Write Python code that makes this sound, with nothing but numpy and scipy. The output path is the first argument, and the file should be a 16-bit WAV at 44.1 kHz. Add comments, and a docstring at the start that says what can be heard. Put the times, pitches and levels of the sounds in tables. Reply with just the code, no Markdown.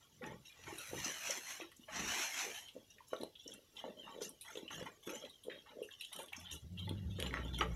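"""Leaves rustle, stalks tear and snap and a jaw thuds and munches close by: a goat feeds at night
from a heap of leafy branches in a wooden pen, and a branch is shaken in the first seconds.
Plant sounds are streams of tiny random fractures, filtered and shaped by gesture envelopes; jaw knocks
are short sines and snaps are noise bursts. Near the end a low, wavering hum of sines over rumble
surges in and sinks to a deeper note."""
import sys
import numpy as np
from scipy import signal
from scipy.fft import rfft, irfft, next_fast_len
from scipy.io import wavfile
from scipy.ndimage import uniform_filter1d, map_coordinates

SR = 44100
rng = np.random.default_rng(int(sys.argv[2]) if len(sys.argv) > 2 else 0)


def generate_wav(signal):
    """Clip the signal to [-1, 1] and save it as 16-bit WAV at the path in sys.argv[1]."""
    frames = np.transpose(np.atleast_2d(signal))
    scaled = np.clip(frames, -1, 1) * 32767
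    pcm = np.round(scaled).astype(np.int16)
    wavfile.write(sys.argv[1], SR, pcm)


N = 341907
TIME = np.arange(N) / SR

# colour of leaves rubbing: f/Hz, level/dB
LEAF_RUB = [(4400, -15), (5300, 9.5), (6000, 17), (7000, 7), (8000, 5.5), (9000, -60)]
CLUSTER_RATE = 110  # how often the strength of the fractures changes, per s


def undb(db):
    """Decibels to gain."""
    return 10 ** (np.asarray(db) / 20)


def unit(x):
    """Scale to rms 1."""
    return x / np.sqrt(np.mean(x ** 2) + 1e-20)


def curve(rows, column):
    """One column of a table, joined by straight lines in time."""
    rows = np.array(rows)
    return np.interp(TIME, rows[:, 0], rows[:, column])


def colour(x, points):
    """Minimum-phase filter with the given (Hz, dB) outline, falling steeply beyond its ends; rms 1."""
    hz, db = np.transpose(points)
    octave = np.log2(np.maximum(np.fft.rfftfreq(2 * len(x), 1 / SR), 1))
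    beyond = np.abs(octave - np.clip(octave, np.log2(hz[0]), np.log2(hz[-1])))
    size = next_fast_len(len(x) + SR // 4, real=True) * 2
    outline = np.interp(octave, np.log2(hz), db) - 30 * np.minimum(beyond, 2)  # 30 dB per octave
    outline = np.interp(np.linspace(0, 1, size // 2 + 1), np.linspace(0, 1, len(outline)), outline)
    # folding the cepstrum onto positive time makes the filter causal
    cepstrum = irfft(np.log(undb(outline)))[:size // 2]
    cepstrum[1:] *= 2
    response = np.exp(rfft(cepstrum, size))
    return unit(irfft(rfft(x, size) * response)[:len(x)])


def band(x, hz, octaves, order=1):
    """Band-pass of a given width around a centre."""
    edges = np.clip([hz * 2 ** (-octaves / 2), hz * 2 ** (octaves / 2)], 10, .48 * SR)
    return signal.sosfilt(signal.butter(order, edges, "band", fs=SR, output="sos"), x)


def fade(t, t60):
    """Exponential decay, 60 dB down after t60."""
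    return np.exp(-np.log(1000) * t / max(t60, 1e-3))


def walk(rate):
    """Slow random wander with a spread near 1, with a given number of knots per second."""
    knots = rng.standard_normal(2048)
    return np.interp(TIME * rate, np.arange(len(knots)), knots)


def add(track, s, sound):
    """Mix a sound into the track at a time."""
    start = max(int(s * SR), 0)
    track[start:start + len(sound)] += sound[:max(N - start, 0)]


def stroke(start, hold, attack_s, release_t60, sag_db_per_s=0):
    """Envelope of one effort: a quick rise, a sagging hold and a dying tail."""
    t = np.maximum(TIME - start, 0)
    rise = np.minimum(t / max(attack_s, 1e-3), 1)
    return rise * undb(-sag_db_per_s * t) * fade(np.maximum(t - hold, 0), release_t60)


def swells(rows):
    """Sum of bell-shaped swells from rows of (middle s, length s, dB)."""
    return sum(undb(db) * np.exp(-(2 * (TIME - s) / length) ** 2) for s, length, db in rows)


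def crackle(rate, spread_db):
    """A stream of tiny fractures of uneven size and random sign, at a rate per second."""
    breaks = rng.random(N) < rate / SR
    size = undb(spread_db * np.minimum(rng.exponential(size=N), 3.5))
    return breaks * size * np.sign(rng.random(N) - .5)


def pops(count, low_hz, high_hz, ring_s):
    """Tiny cavities of sap and leaf burst, each ringing briefly at its own pitch; rms 1."""
    out, t = np.zeros(N), np.arange(SR // 16) / SR
    for when, pitch, size in rng.random((count, 3)):
        hz = low_hz * (high_hz / low_hz) ** pitch
        ring = np.sin(2 * np.pi * hz * t) * (1 - np.exp(-t / .001)) * fade(t, ring_s)
        add(out, when * N / SR, undb(-16 * size) * ring)
    return unit(out)


def patchy(x, depth_db, width_hz):
    """Random gain over time and frequency: narrow bands swell and vanish, overall level roughly kept."""
    change_rate = 23  # changes per s
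    hz, t, z = signal.stft(x, SR, nperseg=512, noverlap=384)
    knots = rng.standard_normal((256, 256))
    # the bands are narrower in the lows
    band_places = np.sqrt(hz * (hz + 2500)) / width_hz
    places = np.meshgrid(band_places, t * change_rate, indexing="ij")
    wander = map_coordinates(knots, places, order=3, mode="wrap")
    gain = undb(depth_db * np.clip(wander, -1, 2.2))
    neighbours = np.sqrt(uniform_filter1d(gain ** 2, size=17, axis=0))
    return signal.istft(z * gain / neighbours, SR, nperseg=512, noverlap=384)[1][:N]


def pen(x):
    """Short, dull scatter from the boards: a decaying burst of band-passed noise as echo."""
    t = np.arange(SR // 2) / SR
    echo = band(rng.standard_normal(len(t)), 720, 6.1) * fade(t, 0.19) * (t > .005)
    return signal.fftconvolve(x, echo / np.sqrt(np.sum(echo ** 2)))[:N]


def boards(x):
    """Close reflections from the boards raise some narrow bands and hollow out others."""
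    # peaks and hollows: f/Hz, level/dB
    reflections = [(750, -9), (875, 8), (990, -6), (1125, 7), (1230, -6), (1355, 5), (1850, 3), (2830, 3),
                   (3620, -5), (3920, 6), (4350, -4)]
    for hz, db in reflections:
        x = x + (undb(db) - 1) * signal.lfilter(*signal.iirpeak(hz, 15, fs=SR), x)
    return x


def night():
    """Quiet coloured noise whose level wanders slightly."""
    # colour of the night air: f/Hz, level/dB
    air = [(30, 2), (110, 6), (200, -1), (500, -3), (1000, -17.5), (2200, -16.5), (3200, -8), (4200, -10),
           (5600, -9.5), (8000, -19), (12000, -12), (15500, -22)]
    return colour(rng.standard_normal(N), air) * undb(-72 + .5 * walk(0.89))


def hum():
    """A wavering low tone, its weak octave and a higher drone, over an uneven rumble."""
    # path of the hum, two surges then a deeper note: t/s, f/Hz (before drift), level/dB
    hum_path = [(6.28, 85.4, -87), (6.37, 85.5, -64), (6.5, 86.6, -65.5), (6.53, 78, -53),
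                (6.57, 77.9, -57), (6.6, 73, -75), (6.645, 68.4, -46), (6.69, 80.2, -60),
                (6.72, 93.9, -48.5), (6.95, 96.7, -47), (7.1, 96.9, -44.5), (7.19, 94.1, -48),
                (7.25, 67.4, -48.5), (7.31, 61, -49), (7.5, 60.2, -46.5), (7.75, 60.9, -43)]
    # colour of the rumble around the hum: f/Hz, level/dB
    rumble_colour = [(35, -3), (70, 3), (120, 2.5), (150, 2), (200, -6), (300, -11.5), (600, -21.5)]
    drone_hz, drone_db, octave_db, rumble_db = 167.3, -8.5, -10, -6.5
    # drift is a share of the pitch, waver is in dB; the drone has twice as much of both
    phase = 2 * np.pi * np.cumsum(curve(hum_path, 1) * (1 + .035 * walk(30))) / SR
    tone = unit(np.sin(phase) + undb(octave_db) * np.sin(2 * phase)) * undb(1.8 * walk(25))
    drone_phase = 2 * np.pi * np.cumsum(drone_hz * (1 + .07 * walk(30))) / SR
    drone = unit(np.sin(drone_phase) * undb(3.6 * walk(25)))
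    rumble = undb(rumble_db) * colour(rng.standard_normal(N), rumble_colour)
    mix = tone + undb(drone_db) * drone + rumble
    return mix * undb(curve(hum_path, 2)) * (TIME > hum_path[0][0])


def thump():
    """One soft, deep bump of a couple of cycles near the end: a sine under a bell-shaped swell."""
    middle_s, length_s, hz, db = 7.067, .022, 88, -33
    return swells([(middle_s, length_s, db)]) * np.sin(2 * np.pi * hz * (TIME - middle_s))


def shoves():
    """The muzzle shoves the heap: it shifts with a soft rumble and a hollow note of its own each time."""
    # shoves: middle t/s, length/s, level/dB, hollow note f/Hz
    pushes = [(0.3, 0.21, -62, 144), (0.7, 0.15, -65, 112), (0.974, 0.11, -55.5, 124),
              (2.03, 0.18, -52, 190), (4.79, 0.13, -60.5, 142), (7.395, 0.48, -54, 250)]
    jolts = crackle(rate=600, spread_db=3)
    rumble = undb(-1) * colour(jolts, [(35, -10.5), (85, 3), (330, -9.5)])
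    out = np.zeros(N)
    for s, length, db, hz in pushes:
        hollow = unit(band(jolts, hz, 0.79, order=2))
        out += swells([(s, length, db)]) * (rumble + hollow)
    return out


def shaken_branch():
    """A gentle swing makes a few leaves crackle and ring; a strong one sets a crowd hissing in fine grains."""
    # swings: middle t/s, length/s, level/dB, fine crinkle relative level/dB, leaf rubbing relative level/dB
    swings = [(0.68, 0.32, -64, -25, -5), (0.844, 0.25, -54.5, -6.5, -5), (1.059, 0.16, -46, -13, -2.5),
              (1.178, 0.13, -56.5, -15, -8), (1.302, 0.19, -45, -11, -2), (1.518, 0.13, -48.5, -10, -1.5),
              (1.977, 0.087, -46, -23, -3.5), (2.13, 0.22, -42.5, -14, -3), (2.24, 0.12, -46, -14, -2.5),
              (2.401, 0.16, -44.5, -13, -1.5), (2.534, 0.27, -56, -11, -4.5)]
    # colour of the foliage: f/Hz, level/dB
    foliage = [(240, -9), (450, -18.5), (700, 0), (1200, -2.5), (2000, 3), (2900, 3), (3600, -5),
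               (4300, -1.5), (4850, -19.5)]
    # colour of crinkling leaf edges: f/Hz, level/dB
    crinkle_colour = [(6500, -8), (8000, -8.5), (10000, 3.5), (11700, 5.5), (13000, -2.5), (15500, -33.5)]
    # colour of thin leaf tips flicking against each other: f/Hz, level/dB
    tip_colour = [(7500, -16), (8700, 5), (11000, -12), (13500, -2), (15000, -14)]
    crowd_level_db = -52.5  # swing level at which the crowd makes half of the rustle
    crinkle_stretch = 1.17  # crinkle starts sooner and lasts longer than the brushing

    many = crackle(rate=7000, spread_db=2.6) * undb(1.5 * walk(CLUSTER_RATE))
    many = patchy(many, depth_db=4.545, width_hz=220)
    few = crackle(rate=1500, spread_db=2.5) * undb(2.8 * walk(45))
    few = patchy(few, depth_db=12, width_hz=200)

    motion = swells([(s, length, db) for s, length, db, _, _ in swings])
    crinkle = swells([(s, length * crinkle_stretch, db + crinkle_db)
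                      for s, length, db, crinkle_db, _ in swings])
    rub = swells([(s, length, db + rub_db) for s, length, db, _, rub_db in swings])

    crowd = motion / (motion + undb(crowd_level_db))
    grains = np.sqrt(crowd) * unit(many) + np.sqrt(1 - crowd) * unit(few)
    tips = undb(-6.5) * colour(crackle(rate=8000, spread_db=2), tip_colour)
    brushing = motion * colour(grains, foliage)
    rubbing = rub * colour(grains, LEAF_RUB)
    return brushing + rubbing + crinkle * (colour(grains, crinkle_colour) + tips)


def plant_fractures(rate):
    """Fractures in clusters, with randomly swelling narrow bands."""
    fractures = patchy(crackle(rate=rate, spread_db=3), depth_db=11.5, width_hz=190)
    return fractures * undb(2.3 * walk(CLUSTER_RATE))


def nibbling():
    """Each tug creaks stalks, tears blades with wet pops and rubs leaves; the heap stirs in between."""
    # tugs: start t/s, hold/s, stalk creak level/dB,
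    # blade tearing relative level/dB, leaf rubbing relative level/dB
    tugs = [(0.0, 0.059, -71.5, -1, -1), (0.217, 0.093, -64, 10.5, -4), (0.444, 0.054, -60, -22, -2),
            (0.53, 0.15, -82.5, 9, -9), (0.663, 0.051, -66.5, 15, 4.5), (1.59, 0.036, -53.5, -4, -5.5),
            (1.803, 0.083, -67, -12, -2), (1.876, 0.16, -68.5, 16.5, 0.5), (2.53, 0.073, -56.5, -26, 3),
            (2.632, 0.065, -62, -22, -14), (2.892, 0.015, -62, -16, -8), (3.066, 0.022, -77, -6, 20),
            (3.098, 0.14, -64.5, -1.5, 1), (3.382, 0.14, -56.5, -27.5, -13), (3.479, 0.068, -58, -10.5, -5),
            (3.75, 0.06, -56.5, -12.5, -4), (3.773, 0.13, -58.5, -3, -13), (3.972, 0.33, -62, -10, -9),
            (4.03, 0.13, -62, -3, -7.5), (4.204, 0.054, -57, -3.5, 5.5), (4.444, 0.15, -63, 4.5, 5),
            (4.618, 0.048, -63.5, -4.5, -14), (4.699, 0.11, -53.5, -1.5, -2), (4.853, 0.018, -61, 8.5, 0),
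            (5.021, 0.055, -64, -6, 2.5), (5.055, 0.11, -56.5, -2, 4.5), (5.203, 0.06, -59, -5, -5.5),
            (5.312, 0.06, -67, -13, -4), (5.49, 0.11, -57.5, -16, -24), (5.655, 0.063, -66, 2.5, -26),
            (5.826, 0.017, -68, -7, 5.5), (5.901, 0.037, -58, -12.5, -6), (5.982, 0.15, -57.5, -20, -4),
            (6.113, 0.12, -57, -3.5, -2), (6.181, 0.014, -53.5, 3, -2.5), (6.319, 0.0086, -58, 5.5, 1.5),
            (6.381, 0.025, -62.5, 4, 6), (6.44, 0.079, -54, -10, -27), (6.502, 0.042, -52.5, -11.5, -0.5),
            (6.769, 0.1, -52.5, -17, -19), (6.869, 0.01, -58.5, 4.5, -21), (6.937, 0.17, -70.5, -1, -21),
            (7.096, 0.15, -56.5, -21, -14), (7.179, 0.098, -53, 0.5, -4.5),
            (7.321, 0.078, -57.5, 8.5, -7.5), (7.425, 0.081, -57.5, -2.5, -9.5),
            (7.526, 0.015, -44.5, -17, -16), (7.577, 0.035, -53, 5.5, 1), (7.671, 0.096, -68, 9, 3)]
    # colour of creaking stalks: f/Hz, level/dB
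    stalk_colour = [(2100, -85.5), (2700, 7), (3150, 15.5), (3800, 6), (4700, -15.5)]
    # colour of tearing blades: f/Hz, level/dB
    tear_colour = [(560, -20), (760, 1.5), (1400, -3), (2000, 10), (2500, -1), (3300, -5.5)]
    # colour of crinkling leaf edges: f/Hz, level/dB
    edge_colour = [(6500, -8), (8000, -8.5), (10000, 3.5), (11700, 5.5), (13000, -2.5), (15500, -33.5)]
    # a tug takes hold quickly and slackens, then the leaves settle; leaves follow the stalk more slowly
    attack_s, leaf_attack_s, sag_db_per_s, release_t60_s = 0.011, 0.015, 24.5, 0.27
    stir_db, wander_db = -79.5, -1.5

    stalk = undb(stir_db + wander_db * walk(9.9))
    tear = undb(stir_db - 3 + wander_db * walk(33))
    rub = undb(stir_db + 3 + wander_db * walk(18))
    for start, hold, db, tear_db, rub_db in tugs:
        pull = undb(db) * stroke(start, hold, attack_s, release_t60_s, sag_db_per_s)
        sway = undb(db + rub_db) * stroke(start, hold, leaf_attack_s, release_t60_s, sag_db_per_s)
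        stalk = np.maximum(stalk, pull)
        tear = np.maximum(tear, pull * undb(tear_db))
        rub = np.maximum(rub, sway)
    # leaf edges crinkle in step with the rubbing and with the stalk
    crinkle = np.hypot(rub * undb(-9.5), stalk * undb(-24))

    fibres = plant_fractures(rate=1600)
    blades = plant_fractures(rate=3000)
    edges = plant_fractures(rate=700)
    wet_pops = pops(count=2200, low_hz=611, high_hz=2444, ring_s=0.081)
    dry_ticks = pops(count=500, low_hz=5310, high_hz=7610, ring_s=0.079)
    tearing = undb(-5.5) * colour(blades, tear_colour) + undb(-3.5) * wet_pops
    rubbing = undb(-7.5) * colour(blades, LEAF_RUB) + undb(-5) * dry_ticks
    creaking = stalk * colour(fibres, stalk_colour)
    return creaking + tear * tearing + rub * rubbing + crinkle * colour(edges, edge_colour)


def munching():
    """Leaves crushed between the molars at each stroke, muffled by the cheeks."""
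    # strokes of the molars: start t/s, hold/s, level/dB
    chews = [(0.224, 0.083, -52), (0.58, 0.03, -71.5), (0.653, 0.16, -66), (0.929, 0.008, -51.5),
             (1.073, 0.019, -51), (1.272, 0.11, -60.5), (1.587, 0.03, -58.5), (1.944, 0.25, -56.5),
             (2.426, 0.08, -57), (2.747, 0.01, -53.5), (2.959, 0.018, -69), (3.119, 0.011, -56),
             (3.197, 0.01, -47.5), (3.453, 0.11, -59.5), (3.734, 0.12, -68.5), (3.841, 0.022, -44.5),
             (3.953, 0.3, -63), (4.14, 0.16, -61), (4.508, 0.16, -66), (4.699, 0.23, -60.5),
             (5.067, 0.086, -50), (5.216, 0.05, -56), (5.445, 0.13, -57.5), (5.699, 0.08, -67),
             (5.757, 0.085, -59.5), (6.149, 0.086, -60), (6.507, 0.033, -60.5), (6.868, 0.037, -55.5),
             (7.181, 0.09, -48.5), (7.303, 0.14, -50.5), (7.588, 0.06, -46)]
    cheeks = [(100, -23.5), (170, 0.5), (260, 4.0), (430, 7), (600, 4.0), (820, -23.0), (1100, -19.5)]
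    grains = patchy(crackle(rate=500, spread_db=2), depth_db=6, width_hz=200)
    pressure = sum(undb(db) * stroke(start, hold, attack_s=0.0076, release_t60=0.24)
                   for start, hold, db in chews)
    return colour(grains, cheeks) * pressure


def bites():
    """The jaw closes through a stalk: a few soft cycles from the mouth cavity and a short crumble."""
    # dull knocks of the jaw: t/s, peak level/dB, f/Hz, ring scale/s (2.5 times the t60 of the knock's fade)
    knocks = [(0.209, -46.5, 497, 0.066), (0.261, -47, 368, 0.05), (0.677, -46, 370, 0.038),
              (0.725, -42, 369, 0.033), (0.911, -49, 550, 0.035), (0.932, -33, 424, 0.016),
              (0.982, -45.5, 287, 0.017), (1.061, -39, 268, 0.02), (1.296, -37.5, 556, 0.038),
              (1.601, -40, 530, 0.0098), (1.615, -44.5, 347, 0.061), (1.793, -52.5, 242, 0.039),
              (1.884, -47, 620, 0.037), (2.763, -41.5, 527, 0.031), (3.004, -52.5, 1000, 0.038),
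              (3.1314, -26.5, 530, 0.014), (3.208, -42, 434, 0.011), (3.2336, -31.5, 470, 0.0093),
              (3.8405, -34, 665, 0.0095), (3.88, -47, 437, 0.047), (4.162, -43.5, 453, 0.017),
              (4.185, -41, 495, 0.025), (4.202, -47, 500, 0.011), (4.215, -36, 445, 0.032),
              (4.554, -40.5, 470, 0.023), (4.572, -38, 430, 0.022), (4.63, -43, 280, 0.025),
              (4.81, -39.5, 500, 0.031), (4.825, -41.5, 225, 0.015), (5.073, -37.5, 330, 0.019),
              (5.132, -40, 510, 0.021), (5.482, -33.5, 463, 0.022), (5.786, -43, 522, 0.037),
              (5.816, -34.5, 452, 0.031), (6.19, -41.5, 535, 0.027), (6.376, -51.5, 251, 0.05),
              (6.911, -30.5, 230, 0.012), (7.225, -36, 483, 0.025), (7.615, -34, 787, 0.019)]
    out, t = np.zeros(N), np.arange(SR // 8) / SR
    for s, db, hz, ring_s in knocks:
        knock = np.sin(2 * np.pi * hz * t) * t ** 2 * fade(t, 0.4 * ring_s)
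        crumble = band(rng.standard_normal(len(t)) * t * fade(t, 0.026), 0.72 * hz, 1.35, order=2)
        sound = knock / np.abs(knock).max() + undb(-22.5) * crumble / np.abs(crumble).max()
        add(out, s, undb(db) * sound / np.abs(sound).max())
    return out


def snaps():
    """Fibres give way in a quick run that rings the stalk and takes a crisp edge from the leaf."""
    # stalks and leaf ribs breaking: t/s, peak level/dB, f/Hz, crisp treble relative level/dB,
    # ring t60/s, width/octaves
    breaks = [(0.2392, -35.5, 1860, -43, 0.027, 0.57), (0.262, -48.5, 6030, -5, 0.046, 0.13),
              (0.458, -58, 2820, -5, 0.065, 0.57), (0.494, -49, 2400, -26, 0.077, 0.063),
              (0.637, -48.5, 2290, -15, 0.028, 0.91), (0.783, -37.5, 3690, 6, 0.027, 0.25),
              (0.933, -44, 690, -30, 0.032, 1.3), (1.045, -30, 5680, -18, 0.046, 0.41),
              (1.307, -24, 6060, -14, 0.016, 0.41), (1.61, -39.5, 2600, -29, 0.042, 0.35),
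              (1.716, -50, 2250, -6, 0.055, 1.2), (1.7652, -51.5, 6880, -4, 0.043, 0.3),
              (2.393, -34, 4900, -12, 0.0081, 0.52), (2.684, -48, 3100, -14, 0.044, 0.45),
              (2.903, -54, 6000, -15, 0.054, 0.15), (2.983, -52.5, 2180, -22, 0.031, 0.38),
              (3.133, -35.5, 1250, -20, 0.018, 1.4), (3.163, -45, 3700, -17, 0.02, 0.19),
              (3.21, -45.5, 3750, -5, 0.045, 0.3), (3.233, -41.5, 3820, -1.5, 0.021, 0.42),
              (3.353, -46.5, 3230, -35, 0.061, 0.2), (3.4772, -38.5, 6180, -17, 0.013, 0.11),
              (3.537, -44.5, 3020, 19, .025, 0.31), (3.767, -43, 3450, -28, 0.089, 0.2),
              (4.067, -47.5, 930, -35, 0.23, 0.54), (4.218, -39.5, 4900, -5, 0.15, 0.79),
              (4.2912, -41, 2820, 20, 0.03, .4), (4.4097, -41, 3400, 6.5, 0.12, 0.63),
              (4.498, -47.5, 1450, -17, .05, 0.3), (4.554, -43, 3200, -26, 0.026, 0.31),
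              (4.572, -38, 3450, -17, 0.026, 0.19), (4.678, -41, 2870, -38, 0.077, 0.28),
              (4.705, -43.5, 1330, -24, 0.073, 1.2), (4.827, -46, 1620, -11, .025, 2),
              (4.857, -47, 860, -12, 0.024, 0.69), (5.075, -42.5, 1500, -17, 0.027, 1.1),
              (5.093, -41, 2050, -17, 0.08, 0.89), (5.156, -46, 2480, -8, 0.036, 0.74),
              (5.248, -44.5, 3150, -22, 0.048, 0.28), (5.295, -50, 3800, -7, 0.056, 0.13),
              (5.435, -50, 3370, -1.5, 0.11, 0.14), (5.498, -43, 1900, -41, 0.19, 0.56),
              (5.824, -49.5, 2780, -4, 0.15, 0.24), (5.886, -46.5, 1800, -24, 0.066, 0.26),
              (6.0083, -37, 3160, -6.5, 0.075, 0.46), (6.047, -39, 3200, -9, 0.027, 0.43),
              (6.128, -38.5, 3230, 0.5, 0.065, 0.45), (6.1617, -40, 2990, 14, 0.011, 0.36),
              (6.1867, -43, 3420, 1, 0.17, 0.27), (6.2194, -45, 3220, 14, 0.017, .3),
              (6.23, -45, 3200, 16, 0.014, .3), (6.26, -49, 3200, 12, .01, .3),
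              (6.281, -46.5, 3100, -11, 0.065, 0.31), (6.33, -37.5, 2500, -17, 0.022, 0.38),
              (6.365, -42.5, 5950, -14, 0.04, 0.23), (6.408, -49, 2500, -17, 0.15, 0.26),
              (6.5143, -37, 3600, -2, 0.033, 0.15), (6.5307, -42.5, 3550, 4, 0.13, 0.21),
              (6.7909, -44, 3550, -13, 0.037, 0.17), (6.892, -33.5, 3370, -10.5, 0.018, 0.2),
              (7.2002, -31, 2850, -6.5, 0.015, 0.85), (7.225, -27.5, 3100, -11, 0.0054, 0.48),
              (7.2618, -35, 2680, -21, 0.04, 0.59), (7.307, -37.5, 2000, -33, 0.019, 0.5),
              (7.3403, -25, 1510, -40, 0.0061, 1.55), (7.3699, -32, 1730, -40, 0.023, 0.67),
              (7.376, -39, 1500, -39, 0.037, 1.5), (7.587, -32.5, 3300, -9, 0.0058, 0.19),
              (7.6081, -27, 2800, -45, 0.016, 0.27), (7.6097, -24.5, 1560, -46, 0.053, 0.61)]
    out, t = np.zeros(N), np.arange(SR // 8) / SR
    for s, db, hz, crisp_db, ring_s, octaves in breaks:
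        uneven = undb(2 * rng.standard_normal(len(t)))
        fibres = rng.standard_normal(len(t)) * uneven * (1 - np.exp(-t / 0.0003))
        stalk = unit(band(fibres * fade(t, ring_s), hz, octaves, order=2))
        crisp = fibres * (1 - np.exp(-t / 0.00033)) * fade(t, 1.2 * ring_s)
        edge = unit(band(crisp, 10040, 0.49, order=3))
        sound = stalk + undb(crisp_db) * edge
        add(out, s, undb(db) * sound / np.abs(sound).max())
    return out


def scene():
    """All sits in the middle, but treble scatter of feeding, shaken branch, shoves and thump spreads a little."""
    hits = bites() + patchy(snaps(), depth_db=4.545, width_hz=320)
    feeding = boards(hits + undb(-10.5) * pen(hits) + nibbling() + munching())
    goat = feeding + shaken_branch() + shoves() + thump()
    side = undb(-11) * band(pen(goat), 12000, .7, order=3)
    return goat + hum() + night() + np.array([side, -side])


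def record(dry):
    """A steep low-pass cuts the very top, above 15.7 kHz."""
    return signal.sosfilt(signal.ellip(8, .2, 70, 15700, fs=SR, output="sos"), dry)


dry = scene()
out = record(dry)
generate_wav(out)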